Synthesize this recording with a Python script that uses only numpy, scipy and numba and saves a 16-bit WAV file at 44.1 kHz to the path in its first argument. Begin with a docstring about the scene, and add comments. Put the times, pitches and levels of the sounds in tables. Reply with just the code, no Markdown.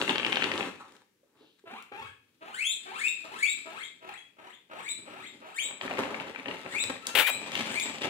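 """Hay and a plastic bag rustle and crackle close to a hand-held phone, with soft bumps on the cage floor.
Guinea pigs then wheek for food in a bare, echoing room: harmonics glide up from a hoarse low grunt
to a whistle, which in most calls flips into a higher register. More handling joins in under the calls.
Late on, the bag's film rasps loudly beside the microphone in two stick-slip pulls; then handling and
a last call follow. The echo is decaying noise, and a faint coloured noise lies under everything."""
import sys
import numpy as np
from scipy import signal
from scipy.fft import rfft, irfft, next_fast_len
from scipy.io import wavfile
from scipy.ndimage import uniform_filter1d
from numba import njit

SR = 44100
rng = np.random.default_rng(int(sys.argv[2]) if len(sys.argv) > 2 else 0)


def persist_wave(psi):
    """Save psi, clipped to +-1, as 16-bit WAV."""
    counts = np.round(np.clip(psi, -1, 1) * 32767).astype(np.int16)
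    wavfile.write(sys.argv[1], SR, np.atleast_2d(counts).T)


N = 356989
T = np.arange(N) / SR
TOP_HZ = 15700  # nothing sounds above this


def undb(db):
    """Decibels to gain."""
    return 10 ** (np.asarray(db) / 20)


def unit(x):
    """Scale to rms 1."""
    return x / np.sqrt(np.mean(x ** 2))


def at_hz(points, hz):
    """Read (frequency [Hz], value) points on a log-frequency axis."""
    f, value = np.transpose(points)
    return np.interp(np.log(np.maximum(hz, 1)), np.log(f), value)


def colour(x, points):
    """Minimum-phase filter with the given (frequency [Hz], level [dB]) response, made by folding its cepstrum."""
    size = next_fast_len(x.shape[-1] + 4096, True) // 2 * 2
    log_gain = np.log(undb(at_hz(points, np.fft.rfftfreq(size, 1 / SR))))
    cepstrum = irfft(log_gain)
    cepstrum[1:size // 2] *= 2
    cepstrum[size // 2 + 1:] = 0
    response = np.exp(rfft(cepstrum))
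    return irfft(rfft(x, size) * response)[..., :x.shape[-1]]


def band(x, lo_hz, hi_hz):
    """Gentle band-pass."""
    edges_hz = [lo_hz, min(hi_hz, SR / 2 - 1)]
    return signal.sosfilt(signal.butter(2, edges_hz, "band", fs=SR, output="sos"), x)


def controls(rows, fade_s):
    """Start time, edge fade and each column of a curve, sample by sample."""
    s, *columns = np.transpose(rows)
    t = np.arange(s[0], s[-1], 1 / SR)
    fade = np.clip(np.minimum(t - t[0], t[-1] - t) / fade_s, 0, 1)
    return (s[0], fade, *(np.interp(t, s, c) for c in columns))


def wander(count, rate):
    """Smooth random motion of rms 1, with `rate` turning points drawn per second."""
    knots = rng.standard_normal(int(count / SR * rate) + 2)
    return unit(np.interp(np.arange(count) / SR * rate, np.arange(len(knots)), knots))


def add(out, x, s, pan_db=0, lag_ms=0):
    """Mix a sound into both channels at time s; pan is left minus right, lag is how late the left is."""
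    for channel, side in zip(out, (1, -1)):
        start = max(int((s + side * lag_ms / 2000) * SR), 0)
        part = x[:max(N - start, 0)]
        channel[start:start + len(part)] += part * undb(side * pan_db / 2)


def diffuse(count, alike_hz=550):
    """Noise from all sides: the bass is alike in both channels, the treble unrelated."""
    mid, side = rfft(rng.standard_normal((2, count)))
    alike = 1 / (1 + (np.fft.rfftfreq(count, 1 / SR) / alike_hz) ** 2)
    common = mid * np.sqrt(1 + alike)
    opposed = np.outer([1, -1], side * np.sqrt(1 - alike))
    return irfft(common + opposed, count) / np.sqrt(2)


# colour of the faint background: (frequency [Hz], level [dB])
QUIET_COLOUR = [(18, -45.5), (30, -22), (292, -3), (479, -9), (691, -23.5), (1590, -18), (4910, -23),
                (15500, -26)]


def quiet(level_db=-73):
    """Steady coloured noise from all sides, too faint to notice until the rest falls silent."""
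    return unit(colour(diffuse(N), QUIET_COLOUR)) * undb(level_db)


# handling of hay and bag, one curve per stretch:
# (time [s], level of the body before the rustle trim [dB], treble boost [dB])
HANDLING = [
    [(0.0, -26.5, 0.5), (0.062, -38, 3.5), (0.102, -26.5, -0.5), (0.132, -34, -2), (0.418, -35, 0),
     (0.436, -29.5, -5), (0.64, -36.5, -1.5), (0.784, -57.5, 3.5), (0.806, -50.5, 3.5), (1.024, -65.5, 4),
     (1.056, -96, -6), (1.216, -93.5, 9), (1.234, -88, 0), (1.304, -75, -1), (1.408, -56.5, -6),
     (1.5, -73, -13), (1.524, -101, -9), (1.6, -72, 20)],
    [(2.22, -80.5, 3), (2.7, -70.5, 9), (2.83, -60, 10.5), (3.2, -62.5, 13), (3.62, -59, 13),
     (3.95, -68.5, 4), (4.65, -71.5, -3), (5.0, -53, -3), (5.42, -57.5, -2)],
    [(5.6, -50.5, -6), (5.69, -45.5, -8), (5.784, -55.5, 7), (5.812, -42.5, 5), (5.9, -35.5, 0.5),
     (5.912, -32.5, -2), (5.95, -36, 2), (5.992, -29.5, -0.5), (6.008, -34.5, -1), (6.29, -38.5, 0),
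     (6.324, -54, 7), (6.402, -40.5, 1.5), (6.436, -47.5, 5), (6.48, -34.5, -4), (6.634, -56, 13),
     (6.664, -37, -8), (6.718, -60.5, 26), (6.742, -34.5, 7.5), (6.788, -48, -2), (6.912, -37.5, 5),
     (7.012, -58, 15), (7.078, -40, 11.5), (7.14, -49, 9), (7.15, -34, -8)],
    [(7.3, -43, 11), (7.328, -43, -2.5), (7.618, -35, 4), (7.676, -42.5, 6), (7.688, -36.5, 2),
     (7.836, -48.5, 5), (7.866, -37, 4.5), (8.01, -43, 0.5), (8.022, -33, 5.5), (8.09, -35.5, -8)],
]
# colour of each stretch: (frequency [Hz], level [dB])
RUSTLE_COLOURS = [
    [(24, -79), (40, -29), (129, -6), (235, -1), (266, 4), (535, -1.5), (637, -10), (859, -2), (1640, -6),
     (2920, -20.5), (3900, -11.5), (4920, -23.5), (7710, -21.5), (14400, -33), (15500, -46)],
    [(40, -26), (130, -1.5), (300, 6.5), (700, -9.5), (2500, -9), (4000, -8), (5500, -18.5), (10000, -21.5),
     (15500, -37)],
    [(24, -61), (40, -23), (192, 1.5), (235, -0.5), (266, 6), (301, 2), (496, 3.5), (722, -2.5), (881, 0.5),
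     (2010, -7), (2510, -12.5), (3930, -13), (4800, -21), (9410, -28.5), (15500, -38.5)],
    [(24, -56.5), (40, -28), (132, -6), (273, 1), (472, -3), (998, -4.5), (1250, -7), (1350, -10.5),
     (1960, -7), (2640, -8), (3470, -10), (4920, -18), (9180, -26), (10900, -32.5), (15500, -38)],
]


def rustle(grains_per_s=1400, spread_db=4.0, rub_db=-10, trim_db=-3.5, stray=0.86):
    """Dense tiny snaps of stalks and film come in clumps over a soft rubbing."""
    out = np.zeros((2, N))
    for stretch, spectrum in zip(HANDLING, RUSTLE_COLOURS):
        s, fade, db, crisp_db = controls(stretch, 0.0009)
        count = len(db)
        clumps = undb(2.7 * wander(count, 69.96))  # spread in dB, turns per second
        # two patches of the bag, heard from different directions
        for lag_ms, weight in ((.27, 0.82), (-.1, stray)):
            sizes = undb(spread_db * np.minimum(rng.exponential(size=count), 5))
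            strikes = rng.random(count) < grains_per_s / SR
            snaps = unit(strikes * sizes * rng.choice([-1, 1], count))
            rubbing = undb(rub_db) * rng.standard_normal(count)
            sound = colour((snaps + rubbing) * clumps, spectrum)
            body = band(sound, 120, 1200)
            treble = signal.sosfiltfilt(signal.butter(2, 1600, "high", fs=SR, output="sos"), sound)
            sound = (sound + (undb(crisp_db) - 1) * treble) / np.std(body)
            gain = weight / np.hypot(1, stray) * fade * undb(db + trim_db)
            add(out, sound * gain, s, 0, lag_ms)
    return out


# ringing time of the room: (frequency [Hz], time to fall by 60 dB [s])
ROOM_T60 = [(150, .45), (600, .37), (1400, .35), (2500, .5), (3700, .4), (8000, .36), (15000, .24)]


def room(x, gap_s=0.0022, build_s=0.0016):
    """Diffuse echo of the walls: noise after a short gap, dying at its own pace at each frequency."""
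    t = T[:SR]
    f, times, cells = signal.stft(diffuse(len(t)), SR, nperseg=256)
    decay = np.exp(-np.log(1000) * times / at_hz(ROOM_T60, f)[:, None])
    onset = np.clip((t - gap_s) / build_s, 0, 1)
    tail = signal.istft(cells * decay, SR)[1][:, :len(t)] * onset
    tail = tail / np.sqrt(np.sum(tail ** 2) / 2)
    return signal.fftconvolve(x.mean(0)[None], tail, axes=1)[:, :N]


# the loudest creases snapping and stalks breaking: (time [s], peak before the crackle trim [dB],
# treble against body [dB], tail against click [dB])
CRACKLES = [(0.015, -12, -3, -16.5), (0.078, -18, -10, -12), (0.094, -10.5, -8, -11.5),
            (0.108, -19, -5, -17), (.157, -15, -4, -5), (.182, -12, -1, -44), (.198, -16, -9, -14),
            (0.231, -19.5, -16, -17.5), (.248, -12.5, -1, -12), (0.265, -14.5, 2, -5), (.27, -21, -5, -24),
            (0.323, -18, -1, -16), (.328, -10, -3.5, -24), (.346, -23, 2, -22), (0.358, -13, 0, -18),
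            (0.37, -14, -1, -13), (.398, -26, 12, -6), (0.412, -19.5, -5, -8), (.422, -13.5, -11, -1),
            (.436, -17, -4, -12), (.441, -12.5, 4, -2), (0.45, -21, -24, -10), (0.516, -17.5, -2, -7),
            (.538, -23, 3, -8), (.578, -18, 4, -22), (0.608, -16, -13, -13), (0.628, -21.5, -9, 0),
            (0.862, -51, -8, -12), (.922, -42, 29, -15), (0.966, -42, 21, -17), (1.825, -32, 36, -19),
            (5.686, -34, -14, -9), (5.71, -30, -16, -10), (5.812, -22.5, -8, -14), (5.879, -21.5, -25, -16),
            (5.911, -21, -20, -26), (5.974, -24.5, -25, -12), (5.984, -22, -15, -13),
            (6.035, -23, -13, -17), (6.144, -22, -15, -4), (6.2, -22, -18, -17.5), (6.348, -31, -14, -10),
            (6.36, -24, -20, -11), (6.391, -31, -11, -14), (6.397, -29, -24, -7), (6.458, -24.5, -20, 5),
            (6.483, -24, -10, -6), (6.487, -30, -7, 0), (6.512, -23.5, -15, -13), (6.569, -33.5, -13, -7),
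            (6.662, -27.5, -24, -4), (6.838, -17.5, 21, 3), (7.069, -13, 32, -14.5),
            (7.519, -20.5, 14, -17), (7.553, -15.5, 11, 6), (7.564, -25, 11, 0), (7.61, -30, 13, -6),
            (7.799, -13.5, 31, -22), (8.019, -22.5, 7, 2), (8.033, -20, -7, 0), (8.046, -19.5, -9, -3)]
# ring of one crease before its pitch shift: (frequency [Hz], level [dB])
CREASE = [(150, -32.5), (500, -2), (1200, -3), (2200, 3), (3100, 8.5), (4200, -4), (5500, -14), (9000, -30),
          (15000, -38.5)]
# duller creases ring lower, and no two ring alike
CREASE_OCTAVES_PER_DB, CREASE_SPREAD_OCTAVES = .016, .15


def crackles(settle_s=0.0021, trim_db=-1, count=2048):
    """A crease flips with one sharp click, then the film settles; each rings at its own pitch."""
    out, t = np.zeros((2, N)), T[:count]
    for s, db, treble_db, tail_db in list(CRACKLES) + small_crackles():
        settling = undb(tail_db) * rng.standard_normal(count) * np.exp(-t / settle_s)
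        push = (t == 0) + settling
        octaves = CREASE_OCTAVES_PER_DB * min(treble_db, 0) + CREASE_SPREAD_OCTAVES * rng.uniform(-0.78, 1)
        ring = colour(push, [(hz * 2 ** octaves, level) for hz, level in CREASE])
        click = colour(ring, [(3000, 0.0018), (9000, treble_db)])
        add(out, click / np.abs(click).max() * undb(db + trim_db), s, 1.5, .2)
    return out


def small_crackles(per_s=16, above_db=4, scatter_db=3, treble_db=0, tail_db=-18):
    """Random lesser snaps whose peaks follow the handling level at that moment; rows as in CRACKLES."""
    rows = []
    for stretch in HANDLING:
        s, db, _ = np.transpose(stretch)
        length_s = s[-1] - s[0]
        for place, size, bright in rng.random((int(per_s * length_s), 3)):
            when = s[0] + place * length_s
            peak_db = np.interp(when, s, db) + above_db + scatter_db * (2 * size - 1)
            rows.append((when, peak_db, treble_db + 10 * (2 * bright - 1), tail_db))
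    return rows


# bumps and scuffs on the cage floor: (time [s], peak [dB], ring [Hz], decay [s], rise [s])
BUMPS = [(0.796, -39, 1123, 0.033, 0.0039), (1.23, -58.5, 513, .01, 0.00089),
         (1.35, -58, 3750, 0.066, 0.11), (1.389, -52.5, 418, 0.029, 0.023),
         (1.638, -45.5, 436, 0.0025, 0.0004), (1.915, -39, 436, 0.009, 0.0009),
         (1.722, -43.5, 244, 0.01, .004), (1.997, -52.5, 110, 0.08, 0.0065),
         (5.909, -26, 865, 0.0042, .0005), (6.076, -33, 620, 0.0028, 0.00056),
         (6.831, -48, 114, 0.042, .005)]


def bumps(count=16384):
    """Dull knocks and soft scuffs: narrow bands of noise that swell and fade."""
    out, t = np.zeros((2, N)), T[:count]
    for s, db, hz, decay_s, rise_s in BUMPS:
        shape = (1 - np.exp(-t / rise_s)) ** 2 * np.exp(-t / decay_s)
        knock = band(rng.standard_normal(count) * shape, hz / 1.33, hz * 1.12)
        add(out, knock / np.abs(knock).max() * undb(db), s, 0, .2)
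    return out


# one row per call: (time [s], grunt length [s], whistle length [s], upper register length [s],
# start pitch [Hz], pitch where the whistle sets in [Hz], pitch at the break [Hz],
# pitch after the flip [Hz], top pitch [Hz], last flick [Hz], lateness of the grunt's climb [1 = early],
# grunt level [dB], whistle level [dB], whistle growth [dB], upper register level [dB],
# hoarseness [factor], left minus right [dB], left lag [ms], treble [dB])
WHEEKS = [ (1.653, 0.16, 0.0069, .002, 657.7, 1408, 1500, 1500, 1500, 0, 2.3, -46.5, -51, 5, -52, 0.98, -2, -.12, -14),
          (1.915, 0.16, 0.014, 0.016, 818, 1590, 1660, 1720, 1730, -3, 3.3, -46.5, -53.5, 10, -56, 1.19, 1, -0.16, -8),
          (2.405, 0.18, 0.055, .1, 628, 2050, 2770, 3057, 3666, 312, 2, -50.5, -32.5, 7.5, -33, 1.39, -1, -.32, 1.5),
          (2.854, 0.18, 0.045, 0.025, 734, 2335, 2673, 3480, 3920, 0, 2.1, -43, -28, 7.5, -35, 0.71, 1.5, -.32, 2.5),
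          (3.235, .19, .038, 0.075, 641, 2160, 2610, 3240, 3953, 0, 2.2, -48, -29, -2, -38, 1.51, 1.5, -.32, 2),
          (3.646, 0.17, 0.013, 0.04, 622, 2200, 2450, 3040, 3900, 15, 2.9, -49.5, -44.5, 6, -48.5, 1.13, 4.5, -0.243, -4.5),
          (4.007, 0.15, 0.015, 0.036, 644.4, 2400, 2800, 3300, 3340, 0, 4, -50.5, -51, 4, -52, 1.3, 0.5, .42, -5),
          (4.366, 0.15, 0.011, 0.03, 610, 2250, 2850, 3000, 3590, 0, 4.2, -53, -57, 3, -55.5, 1.5, 1, .35, -6.5),
          (4.693, .16, 0.033, 0.043, 597, 1986, 2412, 3500, 4040, 0, 2.7, -48, -40, 11, -38, 1.45, 1, .37, 2),
          (5.056, .193, 0.011, 0.0315, 610, 2140, 2720, 3080, 3860, 0, 3.4, -50, -44.5, -2, -49, 1.36, 1.5, .35, -5),
          (5.412, 0.16, 0.021, 0.08, 612.3, 1910, 2456, 2960, 3955, 2, 2.5, -49, -37, 12.5, -37.5, 1.31, 0.5, 0.41, 3.5),
          (6.615, .13, 0.043, 0.052, 1280, 2118, 2620, 3430, 4024, 0, 2.3, -52.5, -30.5, 6, -34.5, 0.68, 2, .36, 0.5),
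          (7.015, .21, 0.081, 0.058, 1343, 2312, 2527, 3720, 3995, 0, 5.5, -51.5, -35.5, -1, -36.5, 0.28, 4, .2, 1.5),
          (7.630, 0.12, 0.046, 0.054, 1347, 2042, 2560, 3210, 3914, 0, 2.8, -46, -35.5, -2, -38, 0.85, 4, .36, 5)]
# throat and mouth response: (frequency [Hz], level [dB])
THROAT = [(350, -2), (800, 5), (1400, 3.5), (2000, -1.5), (2500, 7.5), (3000, 1), (3500, 0), (4050, -1),
          (4600, -6.5), (5900, -13.5), (6800, -1), (7700, 11.5), (8700, 5), (10500, -4), (12000, -29),
          (14500, -3)]
# hoarse breath of a grunt: (frequency [Hz], level [dB])
BREATHY = [(60, -26.5), (130, -8), (250, -4), (450, 3), (800, -16.5), (1350, 4.5), (1900, -6.5),
           (2600, -19.5), (3600, -14), (4800, -19), (8000, -20.5), (15500, -28)]
# the voice clears as it rises, before each call's own hoarseness factor:
# (pitch [Hz], hoarse noise against tone [dB], pitch jitter [share])
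HOARSENESS = [(400, -4, .05), (800, -7, .034), (1400, -12, .017), (2200, -32, .011), (4000, -38, .006)]
# low notes are buzzier: (pitch [Hz], harmonic slope [dB per octave])
BUZZ = [(500, -3), (1200, -3), (1800, -5.5), (2400, -12), (3500, -8)]
# air hissing past the whistle: (frequency [Hz], level [dB])
HISS_COLOUR = [(900, -28.5), (1700, -16.5), (2400, 4), (3700, -4), (4600, -11), (6000, -7), (7500, -8),
               (9500, -4), (12000, -16), (15500, -7)]
HISS_DB = -20.5  # against the tone
# below this pitch strong and weak cycles alternate, reaching full depth an octave lower
DOUBLING_HZ, DOUBLING_DEPTH = 980, 1.24
# the pitch quavers: (share, turns per second)
QUAVER, QUAVER_PER_S = .011, 110
# the voice swells in; the mouth opens over the first part of a call and lets the treble out
ATTACK_S, MOUTH_OPENS_S, SHUT_MOUTH_HZ = .007, 0.054, 1500


def wheeks(shimmer_db=3.0, jitter_rate=420):
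    """Gliding harmonics pass fixed throat resonances; low notes are rough, all notes quaver and hiss."""
    out = np.zeros((2, N))
    pitches, noises, jitters = np.transpose(HOARSENESS)
    for s, *shape, rough, pan_db, lag_ms, treble_db in WHEEKS:
        fade, hz, db = climb(*shape)
        count = len(hz)
        rough = 1 + (rough - 1) * at_hz([(1500, 1), (2200, 0)], hz)
        swell = 1 - np.exp(-T[:count] / ATTACK_S)
        # the voice all but breaks off where the pitch leaps
        octaves_per_s = np.gradient(np.log2(hz)) * SR
        held = uniform_filter1d(1 / (1 + (octaves_per_s / 60) ** 6), size=130)
        jitter = rough * np.interp(hz, pitches, jitters) * wander(count, jitter_rate)
        hz = hz * (1 + jitter + QUAVER * wander(count, QUAVER_PER_S))
        phase = 2 * np.pi * np.cumsum(hz) / SR
        k = np.arange(1, 11)[:, None]  # harmonic numbers
        # grunts carry no top; whistles beam theirs forward
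        top_db = treble_db + at_hz([(1150, -19.5), (1750, -0.5)], hz)
        facing_db = at_hz([(4000, 0), (6000, 1)], k * hz) * top_db
        harmonics_db = at_hz(BUZZ, hz) * np.log2(k) + at_hz(THROAT, k * hz) + facing_db
        weights = undb(harmonics_db) * (k * hz < TOP_HZ)
        tone = np.sum(weights * np.sin(k * phase), 0) / np.sqrt(np.sum(weights ** 2, 0) / 2)
        doubling = DOUBLING_DEPTH * np.clip(2 * (1 - hz / DOUBLING_HZ), 0, 1)
        tone = tone * (1 + doubling * np.cos(phase / 2))
        # air escapes once a cycle
        air = unit(colour(rng.standard_normal(count) * (1 + 0.63 * np.cos(phase)), BREATHY))
        share = rough * undb(np.interp(hz, pitches, noises))
        hiss = undb(HISS_DB) * unit(colour(rng.standard_normal(count), HISS_COLOUR))
        voice = (tone + share * air + hiss) / np.sqrt(1 + share ** 2)
        muffled = signal.sosfilt(signal.butter(1, SHUT_MOUTH_HZ, fs=SR, output="sos"), voice)
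        voice = voice + np.exp(-T[:count] / MOUTH_OPENS_S) * (muffled - voice)
        flutter_db = rough * shimmer_db * wander(count, 140.3)
        add(out, voice * fade * swell * held * undb(db + flutter_db), s, pan_db, lag_ms)
    return out


# the voice flips between its registers and stops within these times
FLIP_S, RELEASE_S = .005, .008
# late in the grunt the voice moves this share of the way to whistle level; the rest comes at once
LEAD_IN_S, LEAD_IN_SHARE, WHISTLE_ATTACK_S = .055, .38, .004
# the grunt grows as it climbs; the upper register weakens towards its top
GRUNT_GROWTH_DB, UPPER_SAG_DB = 2, 2
# shape of each part's climb (1 = even, more = levels off)
GRUNT_EASE, WHISTLE_EASE, UPPER_EASE = 1.5, 1.1, 2
# a last flick starts this long before the end of the call and takes this long
FLICK_LEAD_S, FLICK_S = .03, 0.0145


def climb(grunt_s, whistle_s, upper_s, start_hz, clear_hz, break_hz, flip_hz, top_hz, flick_hz,
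          lateness, grunt_db, whistle_db, growth_db, upper_db):
    """End fade, pitch and level of one call: climbing grunt, sudden whistle, step to the upper register."""
    t = T[:int((grunt_s + whistle_s + upper_s) * SR)]

    def progress(from_s, length_s):
        """Ramp from 0 to 1."""
        return np.clip((t - from_s) / max(length_s, 1 / SR), 0, 1)

    break_s = grunt_s + whistle_s
    grunt = progress(0, grunt_s)
    whistle = progress(grunt_s, whistle_s)
    upper = progress(break_s, upper_s)

    grunt_climb = 1 - (1 - grunt ** lateness) ** GRUNT_EASE
    whistle_climb = 1 - (1 - whistle) ** WHISTLE_EASE
    upper_climb = 1 - (1 - upper) ** UPPER_EASE
    lower_hz = start_hz * (clear_hz / start_hz) ** grunt_climb + (break_hz - clear_hz) * whistle_climb
    flick = flick_hz * progress(t[-1] - FLICK_LEAD_S, FLICK_S)
    upper_hz = flip_hz + (top_hz - flip_hz) * upper_climb + flick

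    grunting = grunt_db + GRUNT_GROWTH_DB * (grunt - .5)
    whistling = whistle_db + growth_db * (whistle - .5)
    lead_in = LEAD_IN_SHARE * progress(grunt_s - LEAD_IN_S, LEAD_IN_S)
    effort = lead_in + (1 - LEAD_IN_SHARE) * progress(grunt_s, WHISTLE_ATTACK_S)
    lower_db = grunting + effort * (whistling - grunting)
    high_db = upper_db - UPPER_SAG_DB * (upper - .5)

    flip = progress(break_s - FLIP_S / 2, FLIP_S)
    fade = np.minimum((t[-1] - t) / RELEASE_S, 1)
    return fade, lower_hz + flip * (upper_hz - lower_hz), lower_db + flip * (high_db - lower_db)


# the film rasps in two pulls: (time [s], slip rate [per second], level before the rasp trim [dB],
# fold resonance [Hz], unevenness of the rate [share])
RASPS = [
    [(7.151, 378, -16, 3000, 0.21), (7.165, 560, -21, 3000, 0.37), (7.182, 670, -20, 2320, 0.66),
     (7.2, 750, -19, 1370, 0.66), (7.222, 1000, -27, 1300, 0.65), (7.242, 610, -38, 1200, 0.48)],
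    [(7.265, 2100, -34, 2700, 0.1), (7.277, 1450, -26.5, 1990, 0.1), (7.294, 680, -26, 1060, 0.1),
     (7.304, 500, -24.5, 580, 0.03)],
]
# ring of the taut film: (frequency [Hz], level [dB])
FILM = [(30, -55), (100, -32.5), (300, -7.5), (500, -0.5), (1000, -3), (1600, -3.5), (2900, -1.5),
        (3700, -2.5), (4500, -14), (5600, -19), (8000, -13.5), (10000, -12), (15000, -9.5)]


def rasps(scatter_db=2, fold_db=-2, fold_q=2, fizz_db=-7, trim_db=-1, top_pan_db=12):
    """Taut film sticks and slips at a changing rate, while the ring of the loosening fold sinks."""
    out = np.zeros((2, N))
    for pull in RASPS:
        s, fade, rate, db, fold_hz, uneven = controls(pull, .0002)
        count = len(rate)
        turns = np.cumsum(rate * np.exp(uneven * wander(count, 900))) / SR
        sizes = undb(scatter_db * rng.standard_normal(count))
        slips = np.diff(np.floor(turns - .1), prepend=-1) * sizes
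        # each slip drags a short fizz behind it
        fizz = unit(rng.standard_normal(count) * np.exp(-3 * ((turns - .1) % 1)))
        film = colour(unit(slips) + undb(fizz_db) * fizz, FILM)
        fold = resonate(film, fold_hz, float(fold_q))
        sound = unit(film + undb(fold_db) * fold) * fade * undb(db + trim_db)
        # the phone's body shades the far port from the highest fizz
        top = signal.sosfiltfilt(signal.butter(3, 10000, "high", fs=SR, output="sos"), sound)
        add(out, sound - top, s, 7, .02)
        add(out, top, s, top_pan_db, .02)
    return out


@njit
def resonate(x, hz, q):
    """State-variable band-pass whose centre moves."""
    y, b, l = np.empty(len(x)), 0., 0.  # output, band-pass state, low-pass state
    for i in range(len(x)):
        g = np.tan(np.pi * hz[i] / SR)
        v = (b + g * (x[i] - l)) / (1 + g * (g + 1 / q))
        b, l, y[i] = 2 * v - b, l + 2 * g * v, v / q
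    return y


def scene(voice_room_db=-1, rustle_room_db=-5, rasp_room_db=-13):
    """The animals are further off than the bag, so the room answers them more."""
    handling = rustle() + crackles() + bumps()
    voices, film = wheeks(), rasps()
    # the left channel alone feeds the echo, so the walls hear each source once
    to_walls = undb(rustle_room_db) * handling[:1]
    to_walls = to_walls + undb(voice_room_db) * voices[:1]
    to_walls = to_walls + undb(rasp_room_db) * film[:1]
    return quiet() + handling + room(to_walls) + voices + film


# the two microphone ports differ in colour: (frequency [Hz], left minus right [dB])
PORTS = [(120, 1.5), (500, 0.5), (1100, -0.5), (2500, 10), (4000, 4), (7500, 4.5), (12000, -0.5)]


def record(dry):
    """The two ports differ in colour; the rumble is cut, the loudest peaks are rounded and the top is cut."""
    heard = np.array([colour(x, [(hz, side * db / 2) for hz, db in PORTS])
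                      for x, side in zip(dry, (1, -1))])
    heard = signal.sosfilt(signal.butter(2, 55, "high", fs=SR, output="sos"), heard)
    heard = .7 * np.tanh(heard / .7)
    return signal.sosfilt(signal.ellip(10, .2, 80, TOP_HZ, fs=SR, output="sos"), heard)


dry = scene()
out = record(dry)
persist_wave(out)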